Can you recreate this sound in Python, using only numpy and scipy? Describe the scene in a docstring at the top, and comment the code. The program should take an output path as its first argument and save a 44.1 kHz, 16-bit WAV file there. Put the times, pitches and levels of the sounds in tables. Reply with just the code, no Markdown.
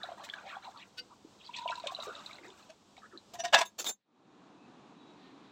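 """Tea strained into two mugs

Tea runs through a steel strainer into one ceramic mug, then a second, on a stone kitchen counter.
Crowds of small bubbles make gurgle and spatter, single bubbles the plops, narrow-band noise the ringing air.
The pan is set down with a rattle, the strainer dropped after it: decaying modes plus streaked noise.
The kitchen then fades away; the fuller hush of another room comes up, with a rustle and faint squeaks."""
import sys
import numpy as np
from scipy import signal
from scipy.fft import rfft, irfft
from scipy.io import wavfile
from scipy.ndimage import uniform_filter1d

SR = 44100
rng = np.random.default_rng(int(sys.argv[2]) if len(sys.argv) > 2 else 0)


def wav_out(sig):
    """Save sig, one row per channel (or a flat mono array), as 16-bit PCM at SR to the path in sys.argv[1]."""
    wavfile.write(sys.argv[1], SR, np.round(np.clip(np.atleast_2d(sig).T, -1, 1) * 32767).astype(np.int16))


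N = 242991
TIME = np.arange(N) / SR  # s
TOP_HZ = 15850
# one pour per mug: start/s, ebb start/s, ebb rate/(dB/s), gurgle/dB, spatter/dB, surge depth/0-1
POURS = [(-0.73, 0.58, 50, -55.5, -63, 0.8), (1.368, 2.095, 20, -54, -56.5, 0.7)]
POUR_END_S, SURGE_S = 3.35, 0.15
HOLLOW_HZ = 965  # air column of the nearly empty second mug
STRAY_HIGH_HZ = 4200  # also caps the satellites of all drops


def undb(db):
    """Decibels to gain."""
    return 10 ** (np.asarray(db) / 20)


def unit(x):
    """Scale to rms 1."""
    return x / np.sqrt(np.mean(x ** 2) + 1e-18)


def curve(rows):
    """Interpolate (s, value) rows at every sample."""
    return np.interp(TIME, *np.transpose(rows))


def ramp(start_s, length_s):
    """A straight rise from 0 to 1."""
    return np.clip((TIME - start_s) / length_s, 0, 1)


def swell(centre_s, length_s):
    """One half-sine rise and fall."""
    return np.sin(np.pi * ramp(centre_s - length_s / 2, length_s))


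def add(out, start_s, sound):
    """Mix a sound in at its start time, or at 0 if that is earlier."""
    i = max(int(start_s * SR), 0)
    out[i:i + len(sound)] += sound[:max(N - i, 0)]


def colour(x, spectrum):
    """Minimum-phase filter through (Hz, dB) points; the result has rms 1."""
    hz, db = np.transpose(spectrum)
    size = 4096
    grid = np.maximum(np.arange(size // 2 + 1) * SR / size, 1)
    log_gain = np.log(undb(np.interp(np.log(grid), np.log(hz), db)))
    # folding the cepstrum makes the filter causal
    cepstrum = irfft(log_gain)
    cepstrum[1:size // 2] *= 2
    cepstrum[size // 2 + 1:] = 0
    impulse = irfft(np.exp(rfft(cepstrum)))
    return unit(signal.fftconvolve(x, impulse)[:len(x)])


def walk(rate_per_s, size=N):
    """Random levels, each held 1 / rate, smoothed twice over that time; rms 1."""
    k = int(SR / rate_per_s)
    steps = np.repeat(rng.standard_normal(size // k + 1), k)
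    return unit(uniform_filter1d(uniform_filter1d(steps, k), k)[:size])


def steady(x, span_s):
    """Even out the loudness over the span, keeping the finer grain."""
    k = int(span_s * SR)
    power = uniform_filter1d(uniform_filter1d(x ** 2, k), k)
    return x / np.sqrt(np.abs(power) + 1e-9)


def resonance(hz, width_hz, size=N):
    """A resonance kept ringing by random pushes; rms 1."""
    phase = 2 * np.pi * np.cumsum(hz * np.ones(size)) / SR
    return unit(walk(width_hz, size=size) * np.sin(phase) + walk(width_hz, size=size) * np.cos(phase))


def stream():
    """Surging pours and short spurts set how hard the tea gurgles and spatters."""
    # spurts that spatter: centre t/s, length/s, peak level/dB
    spurt_rows = [(0.25, 0.03, -55), (0.49, .08, -53), (0.645, .05, -60), (0.8, 0.08, -60),
                  (1.578, .05, -48), (1.71, 0.03, -52), (2.985, 0.04, -62)]
    pool_s, empty_gurgle_db = 0.6, -14.5  # the gurgle starts weak and gains strength over pool_s
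    churn = np.zeros(N)
    splash = sum(undb(db) * swell(s, length) for s, length, db in spurt_rows)
    for start, ebb, ebb_rate, gurgle_db, spatter_db, depth in POURS:
        strength = flow(start, ebb, ebb_rate) * surges(start, depth)
        churn += strength * undb(gurgle_db + empty_gurgle_db * (1 - ramp(start, pool_s)))
        splash += strength * undb(spatter_db)
    return churn * gurgle() + splash * spatter(ticks_per_s=500, tick_db=-9, spread_db=4.0)


def flow(start_s, ebb_s, ebb_db_per_s):
    """Strength of one pour, 0-1: it builds up, holds, ebbs away and stops as the pan runs dry."""
    attack_s, dry_s = 0.22, 2.6
    ebb = undb(-ebb_db_per_s * np.maximum(TIME - ebb_s, 0))
    return ramp(start_s, attack_s) * ebb * (1 - ramp(dry_s, attack_s))


def surges(start_s, depth):
    """Tea leaves the pan in regular surges, 0-1, that rise faster than they fall."""
    phase = (TIME - start_s) / SURGE_S % 1
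    skew = 0.7
    return 1 - min(depth, 1) * (1 - np.sin(np.pi * phase ** skew))


def running():
    """Summed strength of the pours, with their surges."""
    return sum(flow(start, ebb, ebb_rate) * surges(start, depth) for start, ebb, ebb_rate, _, _, depth in POURS)


def gurgle():
    """Bubbles churn where the stream enters the tea."""
    # colour of the churn: f/Hz, level/dB
    gurgle_spectrum = [(200, -27), (450, -13), (800, -5), (1200, 0), (1600, -1), (1950, -17), (2800, -26)]
    bubbles = crowd(hz=1100, per_s=950, scatter_octaves=1, cycles=3, spread_db=2.8, span_s=0.035)
    return colour(bubbles, gurgle_spectrum)


def spatter(ticks_per_s, tick_db, spread_db):
    """Tiny bubbles crackle in the splash; droplets tick against the mug wall."""
    crackle = crowd(hz=3600, per_s=1400, scatter_octaves=1.1, cycles=4.5, spread_db=2.8, span_s=0.035)
    hits = rng.random(N) < ticks_per_s / SR
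    ticks = hits * undb(spread_db * rng.exponential(size=N)) * rng.choice([-1, 1], N)
    return in_mugs(crackle + undb(tick_db) * steady(ticks, 0.051))


def in_mugs(x):
    """Colour a splash by the mug in use; each half is taken from a filtered whole of rms 1."""
    # colour of the splash in each mug: f/Hz, level/dB
    first_spectrum = [(1200, -17), (1750, -4), (2300, -3), (3000, -2), (4000, 4.5), (4900, -12),
                      (6000, -9.5), (8200, -15.5), (9400, -32.5), (16000, -21)]
    second_spectrum = [(1200, -21.5), (2050, -12), (2700, -1), (3200, -7), (3800, 4), (4700, -8),
                       (5800, -8), (7000, -7), (8100, -7), (9400, -31), (16000, -33)]
    change_s = 1.2
    return np.where(TIME < change_s, colour(x, first_spectrum), colour(x, second_spectrum))


def crowd(hz, per_s, scatter_octaves, cycles, spread_db, span_s):
    """Many small bubbles of scattered size, a few much louder than the rest."""
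    out = np.zeros(N)
    for when, size, life, pick in rng.random((int(per_s * POUR_END_S), 4)):
        pitch = min(hz * 2 ** (scatter_octaves * (2 * pick - 1)), SR / 3)
        gain = undb(-spread_db * np.log(1 - size))
        add(out, when * POUR_END_S, gain * bubble(pitch, cycles * (0.5 + life) / pitch, 0.01, 1))
    return steady(out, span_s)


def bubble(hz, peak_s, glide, roundness):
    """A trapped bubble swells to its peak, dies away and rises in pitch as it nears the surface."""
    t = np.arange(int(peak_s * (2 + 10 / roundness) * SR) + 2) / SR
    age = t / peak_s
    tone = np.sin(2 * np.pi * hz * t * (1 + glide * age / 2))
    return tone * (age * np.exp(1 - age)) ** roundness


def peak_time(hz):
    """Time in s in which a bubble of this pitch swells; smaller ones are quicker."""
    return 0.0031 * (1000 / hz) ** 0.55


def glugs(scatter_octaves, spread_db, glide, count):
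    """Each glug is a quick run of bubbles of nearly one size."""
    # runs: centre t/s, length/s, f/Hz, rms over the length/dB
    glug_rows = [(0.04, .09, 1450, -53), (0.205, .07, 850, -53), (0.465, .06, 650, -52),
                 (0.515, .08, 2250, -56), (0.54, .045, 1250, -48), (0.67, .07, 820, -50),
                 (0.765, .06, 1050, -55), (0.828, .025, 2400, -54), (1.12, .04, 1150, -59),
                 (1.41, .025, 3200, -59), (1.465, .045, 3950, -55), (1.546, .022, 2900, -44),
                 (1.688, .018, 2800, -42), (1.728, .02, 1300, -41), (2.088, .03, 500, -45),
                 (2.105, .07, 1300, -49), (2.45, .05, 2050, -58), (2.45, .16, 390, -59),
                 (3.045, .055, 1500, -56), (3.14, .06, 1400, -60), (3.152, .04, 380, -53)]
    out = np.zeros(N)
    for s, length, hz, db in glug_rows:
        run = np.zeros(N)
        for k, (late, pick, size) in enumerate(rng.random((count, 3))):
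            place = (k + late) / count  # 0-1 along the run
            pitch = hz * 2 ** (scatter_octaves * (2 * pick - 1))
            gain = undb(spread_db * size) * np.sqrt(np.sin(np.pi * place))
            start_s = s + length * (place - 0.5) - peak_time(hz)
            add(run, start_s, gain * bubble(pitch, peak_time(pitch), glide, 2))
        out += undb(db) * run * np.sqrt(length * SR / np.sum(run ** 2))
    return out


def drops(glide, roundness, tick_db, tick_s, satellite_db, scatter_octaves, count):
    """Each drop ticks on the surface and leaves a short bubble note with smaller satellites."""
    # loudest drops, each trapping a bubble: t/s, f/Hz, peak level/dB
    drop_rows = [(0.032, 3720, -32), (0.037, 684, -37), (0.087, 688, -36.5), (0.116, 650, -36),
                 (0.298, 3260, -32), (0.336, 1576, -32.5), (0.381, 1460, -41), (0.566, 770, -34),
                 (0.775, 4250, -43), (1.246, 300, -46), (1.656, 656, -31), (1.677, 2810, -31),
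                 (1.697, 663, -36), (1.838, 642, -34), (1.860, 562, -35), (1.919, 705, -37),
                 (1.948, 3810, -30), (1.965, 2850, -42), (1.987, 617, -36), (2.002, 3750, -34),
                 (2.024, 3690, -33), (2.031, 1250, -38), (2.069, 474, -37), (2.152, 3700, -38),
                 (2.194, 3660, -45), (2.261, 3840, -35), (2.310, 2190, -43), (2.355, 3980, -45),
                 (2.384, 2030, -47), (2.978, 729, -49), (3.175, 3850, -40)]
    out, splash = np.zeros(N), np.zeros(N)
    for s, hz, db in drop_rows + stray_drops():
        add(out, s, undb(db) * bubble(hz, peak_time(hz), glide, roundness))
        # small, fast drops tick harder than big, soft ones
        add(splash, s, undb(db + tick_db) * hz / 3500 * np.exp(-TIME[:1024] / tick_s))
        for late, size in rng.random((count, 2)):
            pitch = min(hz * 2 ** (scatter_octaves * size), STRAY_HIGH_HZ)
            satellite = bubble(pitch, peak_time(pitch) / 2, glide, 1)
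            add(out, s + late * peak_time(hz), undb(db + satellite_db) * satellite)
    smack_ring, smack_spray = smacks()
    return out + smack_ring + (splash + smack_spray) * in_mugs(rng.standard_normal(N))


def stray_drops():
    """Lesser drops fall at random, weaker as the flow ebbs: rows of (s, pitch Hz, peak dB)."""
    per_s, full_flow_db, low_hz = 14, -49, 500
    db = full_flow_db + 20 * np.log10(running() + 1e-9)
    rows = []
    for when, pick in rng.random((int(per_s * POUR_END_S), 2)):
        s = when * POUR_END_S
        rows.append((s, low_hz * (STRAY_HIGH_HZ / low_hz) ** pick, db[int(s * SR)]))
    return rows


def smacks():
    """Drops smack on the mug wall and burst: a ringing noise band, and the envelope of their spray."""
    # smacks: t/s, centre f/Hz, level/dB
    smack_rows = [(0.033, 3700, -43), (0.289, 1950, -43), (0.337, 3300, -42), (1.565, 3900, -40),
                  (1.755, 4000, -43.5), (1.799, 4100, -45), (1.870, 3500, -33), (1.872, 2600, -38),
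                  (2.263, 3900, -45), (2.330, 3900, -48), (2.502, 3300, -52), (2.966, 2300, -51)]
    width_hz, spray_db, peak_s = 1000, -9, 0.0013
    ring, spray_level = np.zeros(N), np.zeros(N)
    age = TIME[:4096] / peak_s
    for s, hz, db in smack_rows:
        burst = undb(db) * np.sqrt(age * np.exp(1 - age))
        add(ring, s, burst * steady(resonance(hz, width_hz, size=len(burst)), 0.004))
        add(spray_level, s, burst * undb(spray_db))
    return ring, spray_level


def hollow(width_hz, broken_db):
    """The stream rings the air column of the second mug; as the mug fills the note rises and breaks up."""
    covered_s, rise_hz_per_s = 1.76, 680  # the bottom is covered from here on
    open_db, damped_db, damp_s = -43, -12, 0.038
    start, ebb, ebb_rate, _, _, depth = POURS[1]
    covered = ramp(covered_s - damp_s, damp_s)
    hz = HOLLOW_HZ + rise_hz_per_s * np.maximum(TIME - covered_s, 0)
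    db = open_db + covered * (damped_db + broken_db * walk(49.93))
    # only the full stream, from the second surge on, drives it with force
    drive = flow(start + SURGE_S, ebb, ebb_rate) ** 0.68 * flow(start, ebb, ebb_rate) ** 3
    drive = drive * surges(start, depth) ** covered
    return drive * undb(db) * steady(resonance(hz, width_hz), 0.041)


def knocks():
    """Single drops ring the air in the nearly empty second mug."""
    # drops on the bottom: t/s, peak level/dB
    knock_rows = [(1.491, -40), (1.585, -39), (1.656, -32), (1.695, -33), (1.750, -42), (1.777, -39.5),
                  (1.798, -45)]
    out = np.zeros(N)
    for s, db in knock_rows:
        add(out, s, undb(db) * bubble(HOLLOW_HZ, peak_s=0.004, glide=0, roundness=1))
    return out


def spray():
    """Fine spray hisses off the mesh in uneven puffs while tea runs, with a few stronger ones."""
    # colour: f/Hz, level/dB
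    spray_spectrum = [(1500, -13), (4000, -2), (8000, 0.5), (9400, -17), (16000, -12)]
    # stronger puffs: centre t/s, length/s, peak level/dB
    puff_rows = [(0.247, 0.027, -55), (1.925, .03, -59), (2.045, 0.06, -55.5)]
    level_db, flicker_db, puffs_per_s = -71.5, 4.5, 47
    hiss = np.sqrt(running()) * undb(level_db + flicker_db * walk(puffs_per_s))
    puffs = sum(undb(db) * swell(s, length) for s, length, db in puff_rows)
    return (hiss + puffs) * colour(rng.standard_normal(N), spray_spectrum)


def utensils():
    """The strainer brushes a mug, the pan is set down and skids, the strainer rattles to rest."""
    # contacts: what rings, peak t/s, rise/s, rattle/dB, ring/dB, favoured f/Hz, favour/dB, pitch ratio
    contact_rows = [("mug", 0.990, .022, -44, -42.5, 5100, 1.9, 1),
                    ("pan rim", 2.702, .014, -55, -47.5, 700, 3, .93),
                    ("strainer", 3.340, .007, -46, -58.5, 650, 16, 1),
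                    ("pan rim", 3.354, .018, -51.5, -46, 930, 21, 1.02),
                    ("pan rim", 3.403, .02, -41, -34.5, 6000, 8, 0.98),
                    ("pan rim", 3.453, .019, -34, -29.5, 1000, 7, 1.005),
                    ("pan rim", 3.483, .012, -49, -48, 3700, 10, 1),
                    ("pan base", 3.547, .023, -14.7, -17.3, 520, 5, 1),
                    ("pan base", 3.586, .016, -26, -33, 950, 8, 1),
                    ("pan rim", 3.594, .034, -30.5, -45, 5600, 4, 1),
                    ("pan rim", 3.614, .012, -27, -40, 3900, 5, .99),
                    ("pan base", 3.616, .018, -28, -37, 1000, 15, 1),
                    ("strainer", 3.659, 0.014, -52, -47, 3600, 4, 1),
                    ("strainer", 3.799, .019, -33.5, -41, 7200, 3, 1),
                    ("strainer", 3.820, .008, -44, -52, 380, 10, 0.96),
                    ("strainer", 3.845, .003, -37, -54.5, 800, 8, 0.98),
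                    ("strainer", 3.873, .026, -34, -33, 3570, 8, 1),
                    ("strainer", 3.888, .012, -47, -35, 7500, 11, 1),
                    ("strainer", 3.894, .012, -35, -52, 750, 8, 1),
                    ("strainer", 3.921, .008, -60, -47, 7200, 14, 1)]
    out = np.zeros(N)
    for what, s, rise, *levels in contact_rows:
        add(out, s - rise, contact(what, rise, *levels))
    return out


def contact(what, rise_s, rattle_db, ring_db, favoured_hz, favour_db, pitch, waver=0.008, shake_db=3.2):
    """Each contact swells in softly and dies away: coloured noise over decaying modes."""
    # modes of each thing: f/Hz, level/dB, t60/s
    modes_of = { "mug": [(495, -11, 0.25), (1497, -2, 0.053), (2105, -12, 0.091), (2568, -8, 0.068),
                (2853, -2, 0.06), (3068, -14, 0.076), (4118, -9, 0.063), (4651, 0, 0.071),
                (5459, -10, 0.053)], "pan rim": [(694, 2.5, 0.022), (762, -14, 0.05), (1000, -21, 0.1),
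                (1660, -16, 0.074), (1850, -13, 0.06), (2760, -13, .04), (3000, -17, 0.08),
                (3660, -14, 0.06), (5990, -13, .05)], "pan base": [(681.4, 2, 0.06), (758, -3, .075),
                (866, -9, 0.082), (980, -9, 0.1), (1293, -11, 0.09), (1450, -14, 0.073), (1665, 0, 0.09),
                (1730, -9.5, 0.072), (1825, -12, .07), (1968, -7, 0.06), (2096, -15, 0.1),
                (2612, -3.5, 0.08), (2810, -9, .07), (3478, -8, 0.07), (3580, -11, .09), (4368, -17, .06),
                (5950, -20, .07)], "strainer": [(376, -9, .056), (3572, 0, 0.045), (3670, -8, 0.035),
                (3822, -7, 0.031), (6470, 0, 0.08), (7220, -2.5, .085), (7350, -9, .05), (10700, -10, 0.07),
                (10950, -14, .06), (13700, -14, .045), (14707, -7, .045)]}
    # time constant of the noise decay of each thing/s
    decay_s = {"mug": .0075, "pan rim": .009, "pan base": 0.0105, "strainer": 0.011}
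    # colour of each rattle: f/Hz, level/dB
    mug_spectrum = [(200, -42), (1500, -9), (2800, 3), (4700, 4), (8300, -13.5), (16000, -26)]
    rim_spectrum = [(70, -50), (200, -21), (400, -8), (600, -17), (1350, -8.5), (1800, -4), (2800, -4),
                    (3650, -4), (4700, -8), (5970, -6), (8080, -12.5), (9500, -27.5), (16000, -32)]
    base_spectrum = [(70, -62), (150, -42), (210, -25), (400, -33.5), (680, -5), (1100, -14), (1750, -13),
                     (2200, -19), (2700, -14), (4400, -20.5), (7500, -27), (9400, -44), (16000, -49)]
    strainer_spectrum = [(88, -50), (190, -12), (380, -6), (1100, -6.5), (1800, -14), (2700, -8),
                         (3700, -7.5), (7600, -7.5), (9260, -28), (12200, -17), (16000, -21)]
    rattle_of = {"mug": mug_spectrum, "pan rim": rim_spectrum, "pan base": base_spectrum,
                 "strainer": strainer_spectrum}
    t = TIME[:SR // 4]
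    decay = np.exp(-np.maximum(t - rise_s, 0) / decay_s[what])
    envelope = np.where(t < rise_s, (t / rise_s) ** 1.3, decay)

    def favour(hz):
        """Boost in dB near the favoured frequency."""
        width_octaves = 0.2
        return favour_db * np.exp(-0.5 * (np.log2(hz / favoured_hz) / width_octaves) ** 2)

    ring, power = 0, 0
    for hz, db, t60 in modes_of[what]:
        # squared envelope, prolonged by the mode's own decay
        mode_power = signal.lfilter([1], [1, -np.exp(-2 * np.log(1000) / (t60 * SR))], envelope ** 2)
        # pitch wavers, less in the high modes; the level of all shakes
        drift = waver * min(1000 / hz, 1) * walk(120, size=len(t))
        phase = 2 * np.pi * (np.cumsum(hz * pitch * (1 + drift)) / SR + rng.random())
        gain = undb(db + favour(hz))
        shake = undb(shake_db * walk(110, size=len(t)))
        ring = ring + gain * shake * np.sqrt(2 * mode_power / mode_power.max()) * np.sin(phase)
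        power += gain ** 2
    points_hz, points_db = np.transpose(rattle_of[what])
    grid = np.geomspace(50, TOP_HZ, 200)
    grid_db = np.interp(np.log(grid), np.log(points_hz), points_db) + favour(grid)
    noise = envelope * rattle(np.transpose([grid, grid_db]), size=len(t))
    return undb(rattle_db) * noise + undb(ring_db) * ring / np.sqrt(power)


def rattle(spectrum, size, grain_db=3, streak_t60=0.037):
    """Coloured, grainy noise; convolution with a second, decaying noise streaks its treble."""
    streaks = rng.standard_normal(size) * np.exp(-np.log(1000) * TIME[:size] / streak_t60)
    streaked = unit(irfft(rfft(rng.standard_normal(size)) * rfft(streaks), size))
    low = signal.butter(2, 1200, "low", fs=SR, output="sos")
    high = signal.butter(2, 1200, "high", fs=SR, output="sos")
    noise = signal.sosfilt(low, rng.standard_normal(size)) + signal.sosfilt(high, streaked)
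    grain = undb(grain_db * walk(500, size=size))
    return steady(colour(noise * grain, spectrum), 0.016)


def room(x, wet_db, t60, top_hz):
    """The counter and tiled walls add a short, duller tail."""
    t = TIME[:SR // 2]
    tail = rng.standard_normal(len(t)) * np.exp(-np.log(1000) * t / t60) * (t > 0.003)
    tail = signal.sosfilt(signal.butter(1, min(top_hz, SR / 3), fs=SR, output="sos"), tail)
    return x + undb(wet_db) * signal.fftconvolve(x, tail / np.sqrt(np.sum(tail ** 2)))[:N]


def room_tone(spectrum, db, flicker_db):
    """A soft hush of coloured noise that wavers slightly."""
    return undb(db + flicker_db * walk(14)) * colour(rng.standard_normal(N), spectrum)


def kitchen_tone():
    """The kitchen's hush, with a faint boom of the small room."""
    # colour: f/Hz, level/dB
    kitchen_spectrum = [(25, -22), (90, -4), (300, 0), (480, -5), (1000, -6), (1900, -19), (3500, -13.5),
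                        (8000, -19.5), (9400, -35), (16000, -39)]
    # course: t/s, level/dB
    kitchen_level = [(0, -62.5), (1.4, -63.5), (2.2, -60), (2.85, -64.5), (3.5, -60.5), (3.75, -70.5)]
    boom = undb(-73) * resonance(hz=208.0, width_hz=36)
    return boom + room_tone(kitchen_spectrum, curve(kitchen_level), flicker_db=0.97)


def other_room():
    """A fuller hush fades in, with a soft rustle and a few thin, faint squeaks."""
    # colour of the hush: f/Hz, level/dB
    hall_spectrum = [(25, -45), (92, -19), (134, -7.5), (290, 0), (575, -14), (754, -9), (1100, -11),
                     (2080, -26), (2550, -22), (2990, -25.5), (3820, -23), (4870, -32), (7110, -34),
                     (16000, -78)]
    # colour of the rustle: f/Hz, level/dB
    rustle_spectrum = [(800, -11), (1900, -3), (2700, -6.5), (4000, -2), (5200, -17), (10000, -40)]
    # course of the rustle: t/s, level/dB
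    rustle_level = [(4.8, -92), (5.26, -65), (5.35, -70), (5.51, -70)]
    # squeaks: centre t/s, length/s, f/Hz, level/dB
    squeak_rows = [(4.62, .14, 2580, -73), (5.06, .2, 3830, -69), (5.06, .14, 3450, -75),
                   (5.27, 0.14, 1830, -71)]
    fade_in_s, rise_s = 4.035, 0.46
    hush = ramp(fade_in_s, rise_s) * room_tone(hall_spectrum, db=-57, flicker_db=0.6)
    rustle = undb(curve(rustle_level) + 2 * walk(30)) * colour(rng.standard_normal(N), rustle_spectrum)
    squeaks = sum(undb(db) * swell(s, length) * resonance(hz, width_hz=130)
                  for s, length, hz, db in squeak_rows)
    return hush + rustle + squeaks


def scene():
    """The pour and the utensils in the kitchen, which fades out, then the other room."""
    plops = drops(glide=0.025, roundness=1.8, tick_db=-23, tick_s=0.0025, satellite_db=-12,
                  scatter_octaves=0.9, count=2)
    runs = glugs(scatter_octaves=0.33, spread_db=6, glide=0.004, count=14)
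    tea = stream() + runs + spray() + hollow(width_hz=150, broken_db=4.0) + knocks() + plops
    kitchen = room(tea, wet_db=-12.5, t60=0.1, top_hz=6100)
    kitchen = kitchen + room(utensils(), wet_db=-28.0, t60=0.2, top_hz=4000) + kitchen_tone()
    fade_out_s, fade_db_per_s = 3.91, 215.5
    fade = undb(-fade_db_per_s * np.maximum(TIME - fade_out_s, 0))
    return (fade * kitchen + other_room())[None]


def record(dry):
    """A steep low-pass removes the top of the treble."""
    return signal.sosfilt(signal.ellip(10, 0.2, 80, TOP_HZ, fs=SR, output="sos"), dry)


dry = scene()
out = record(dry)
wav_out(out)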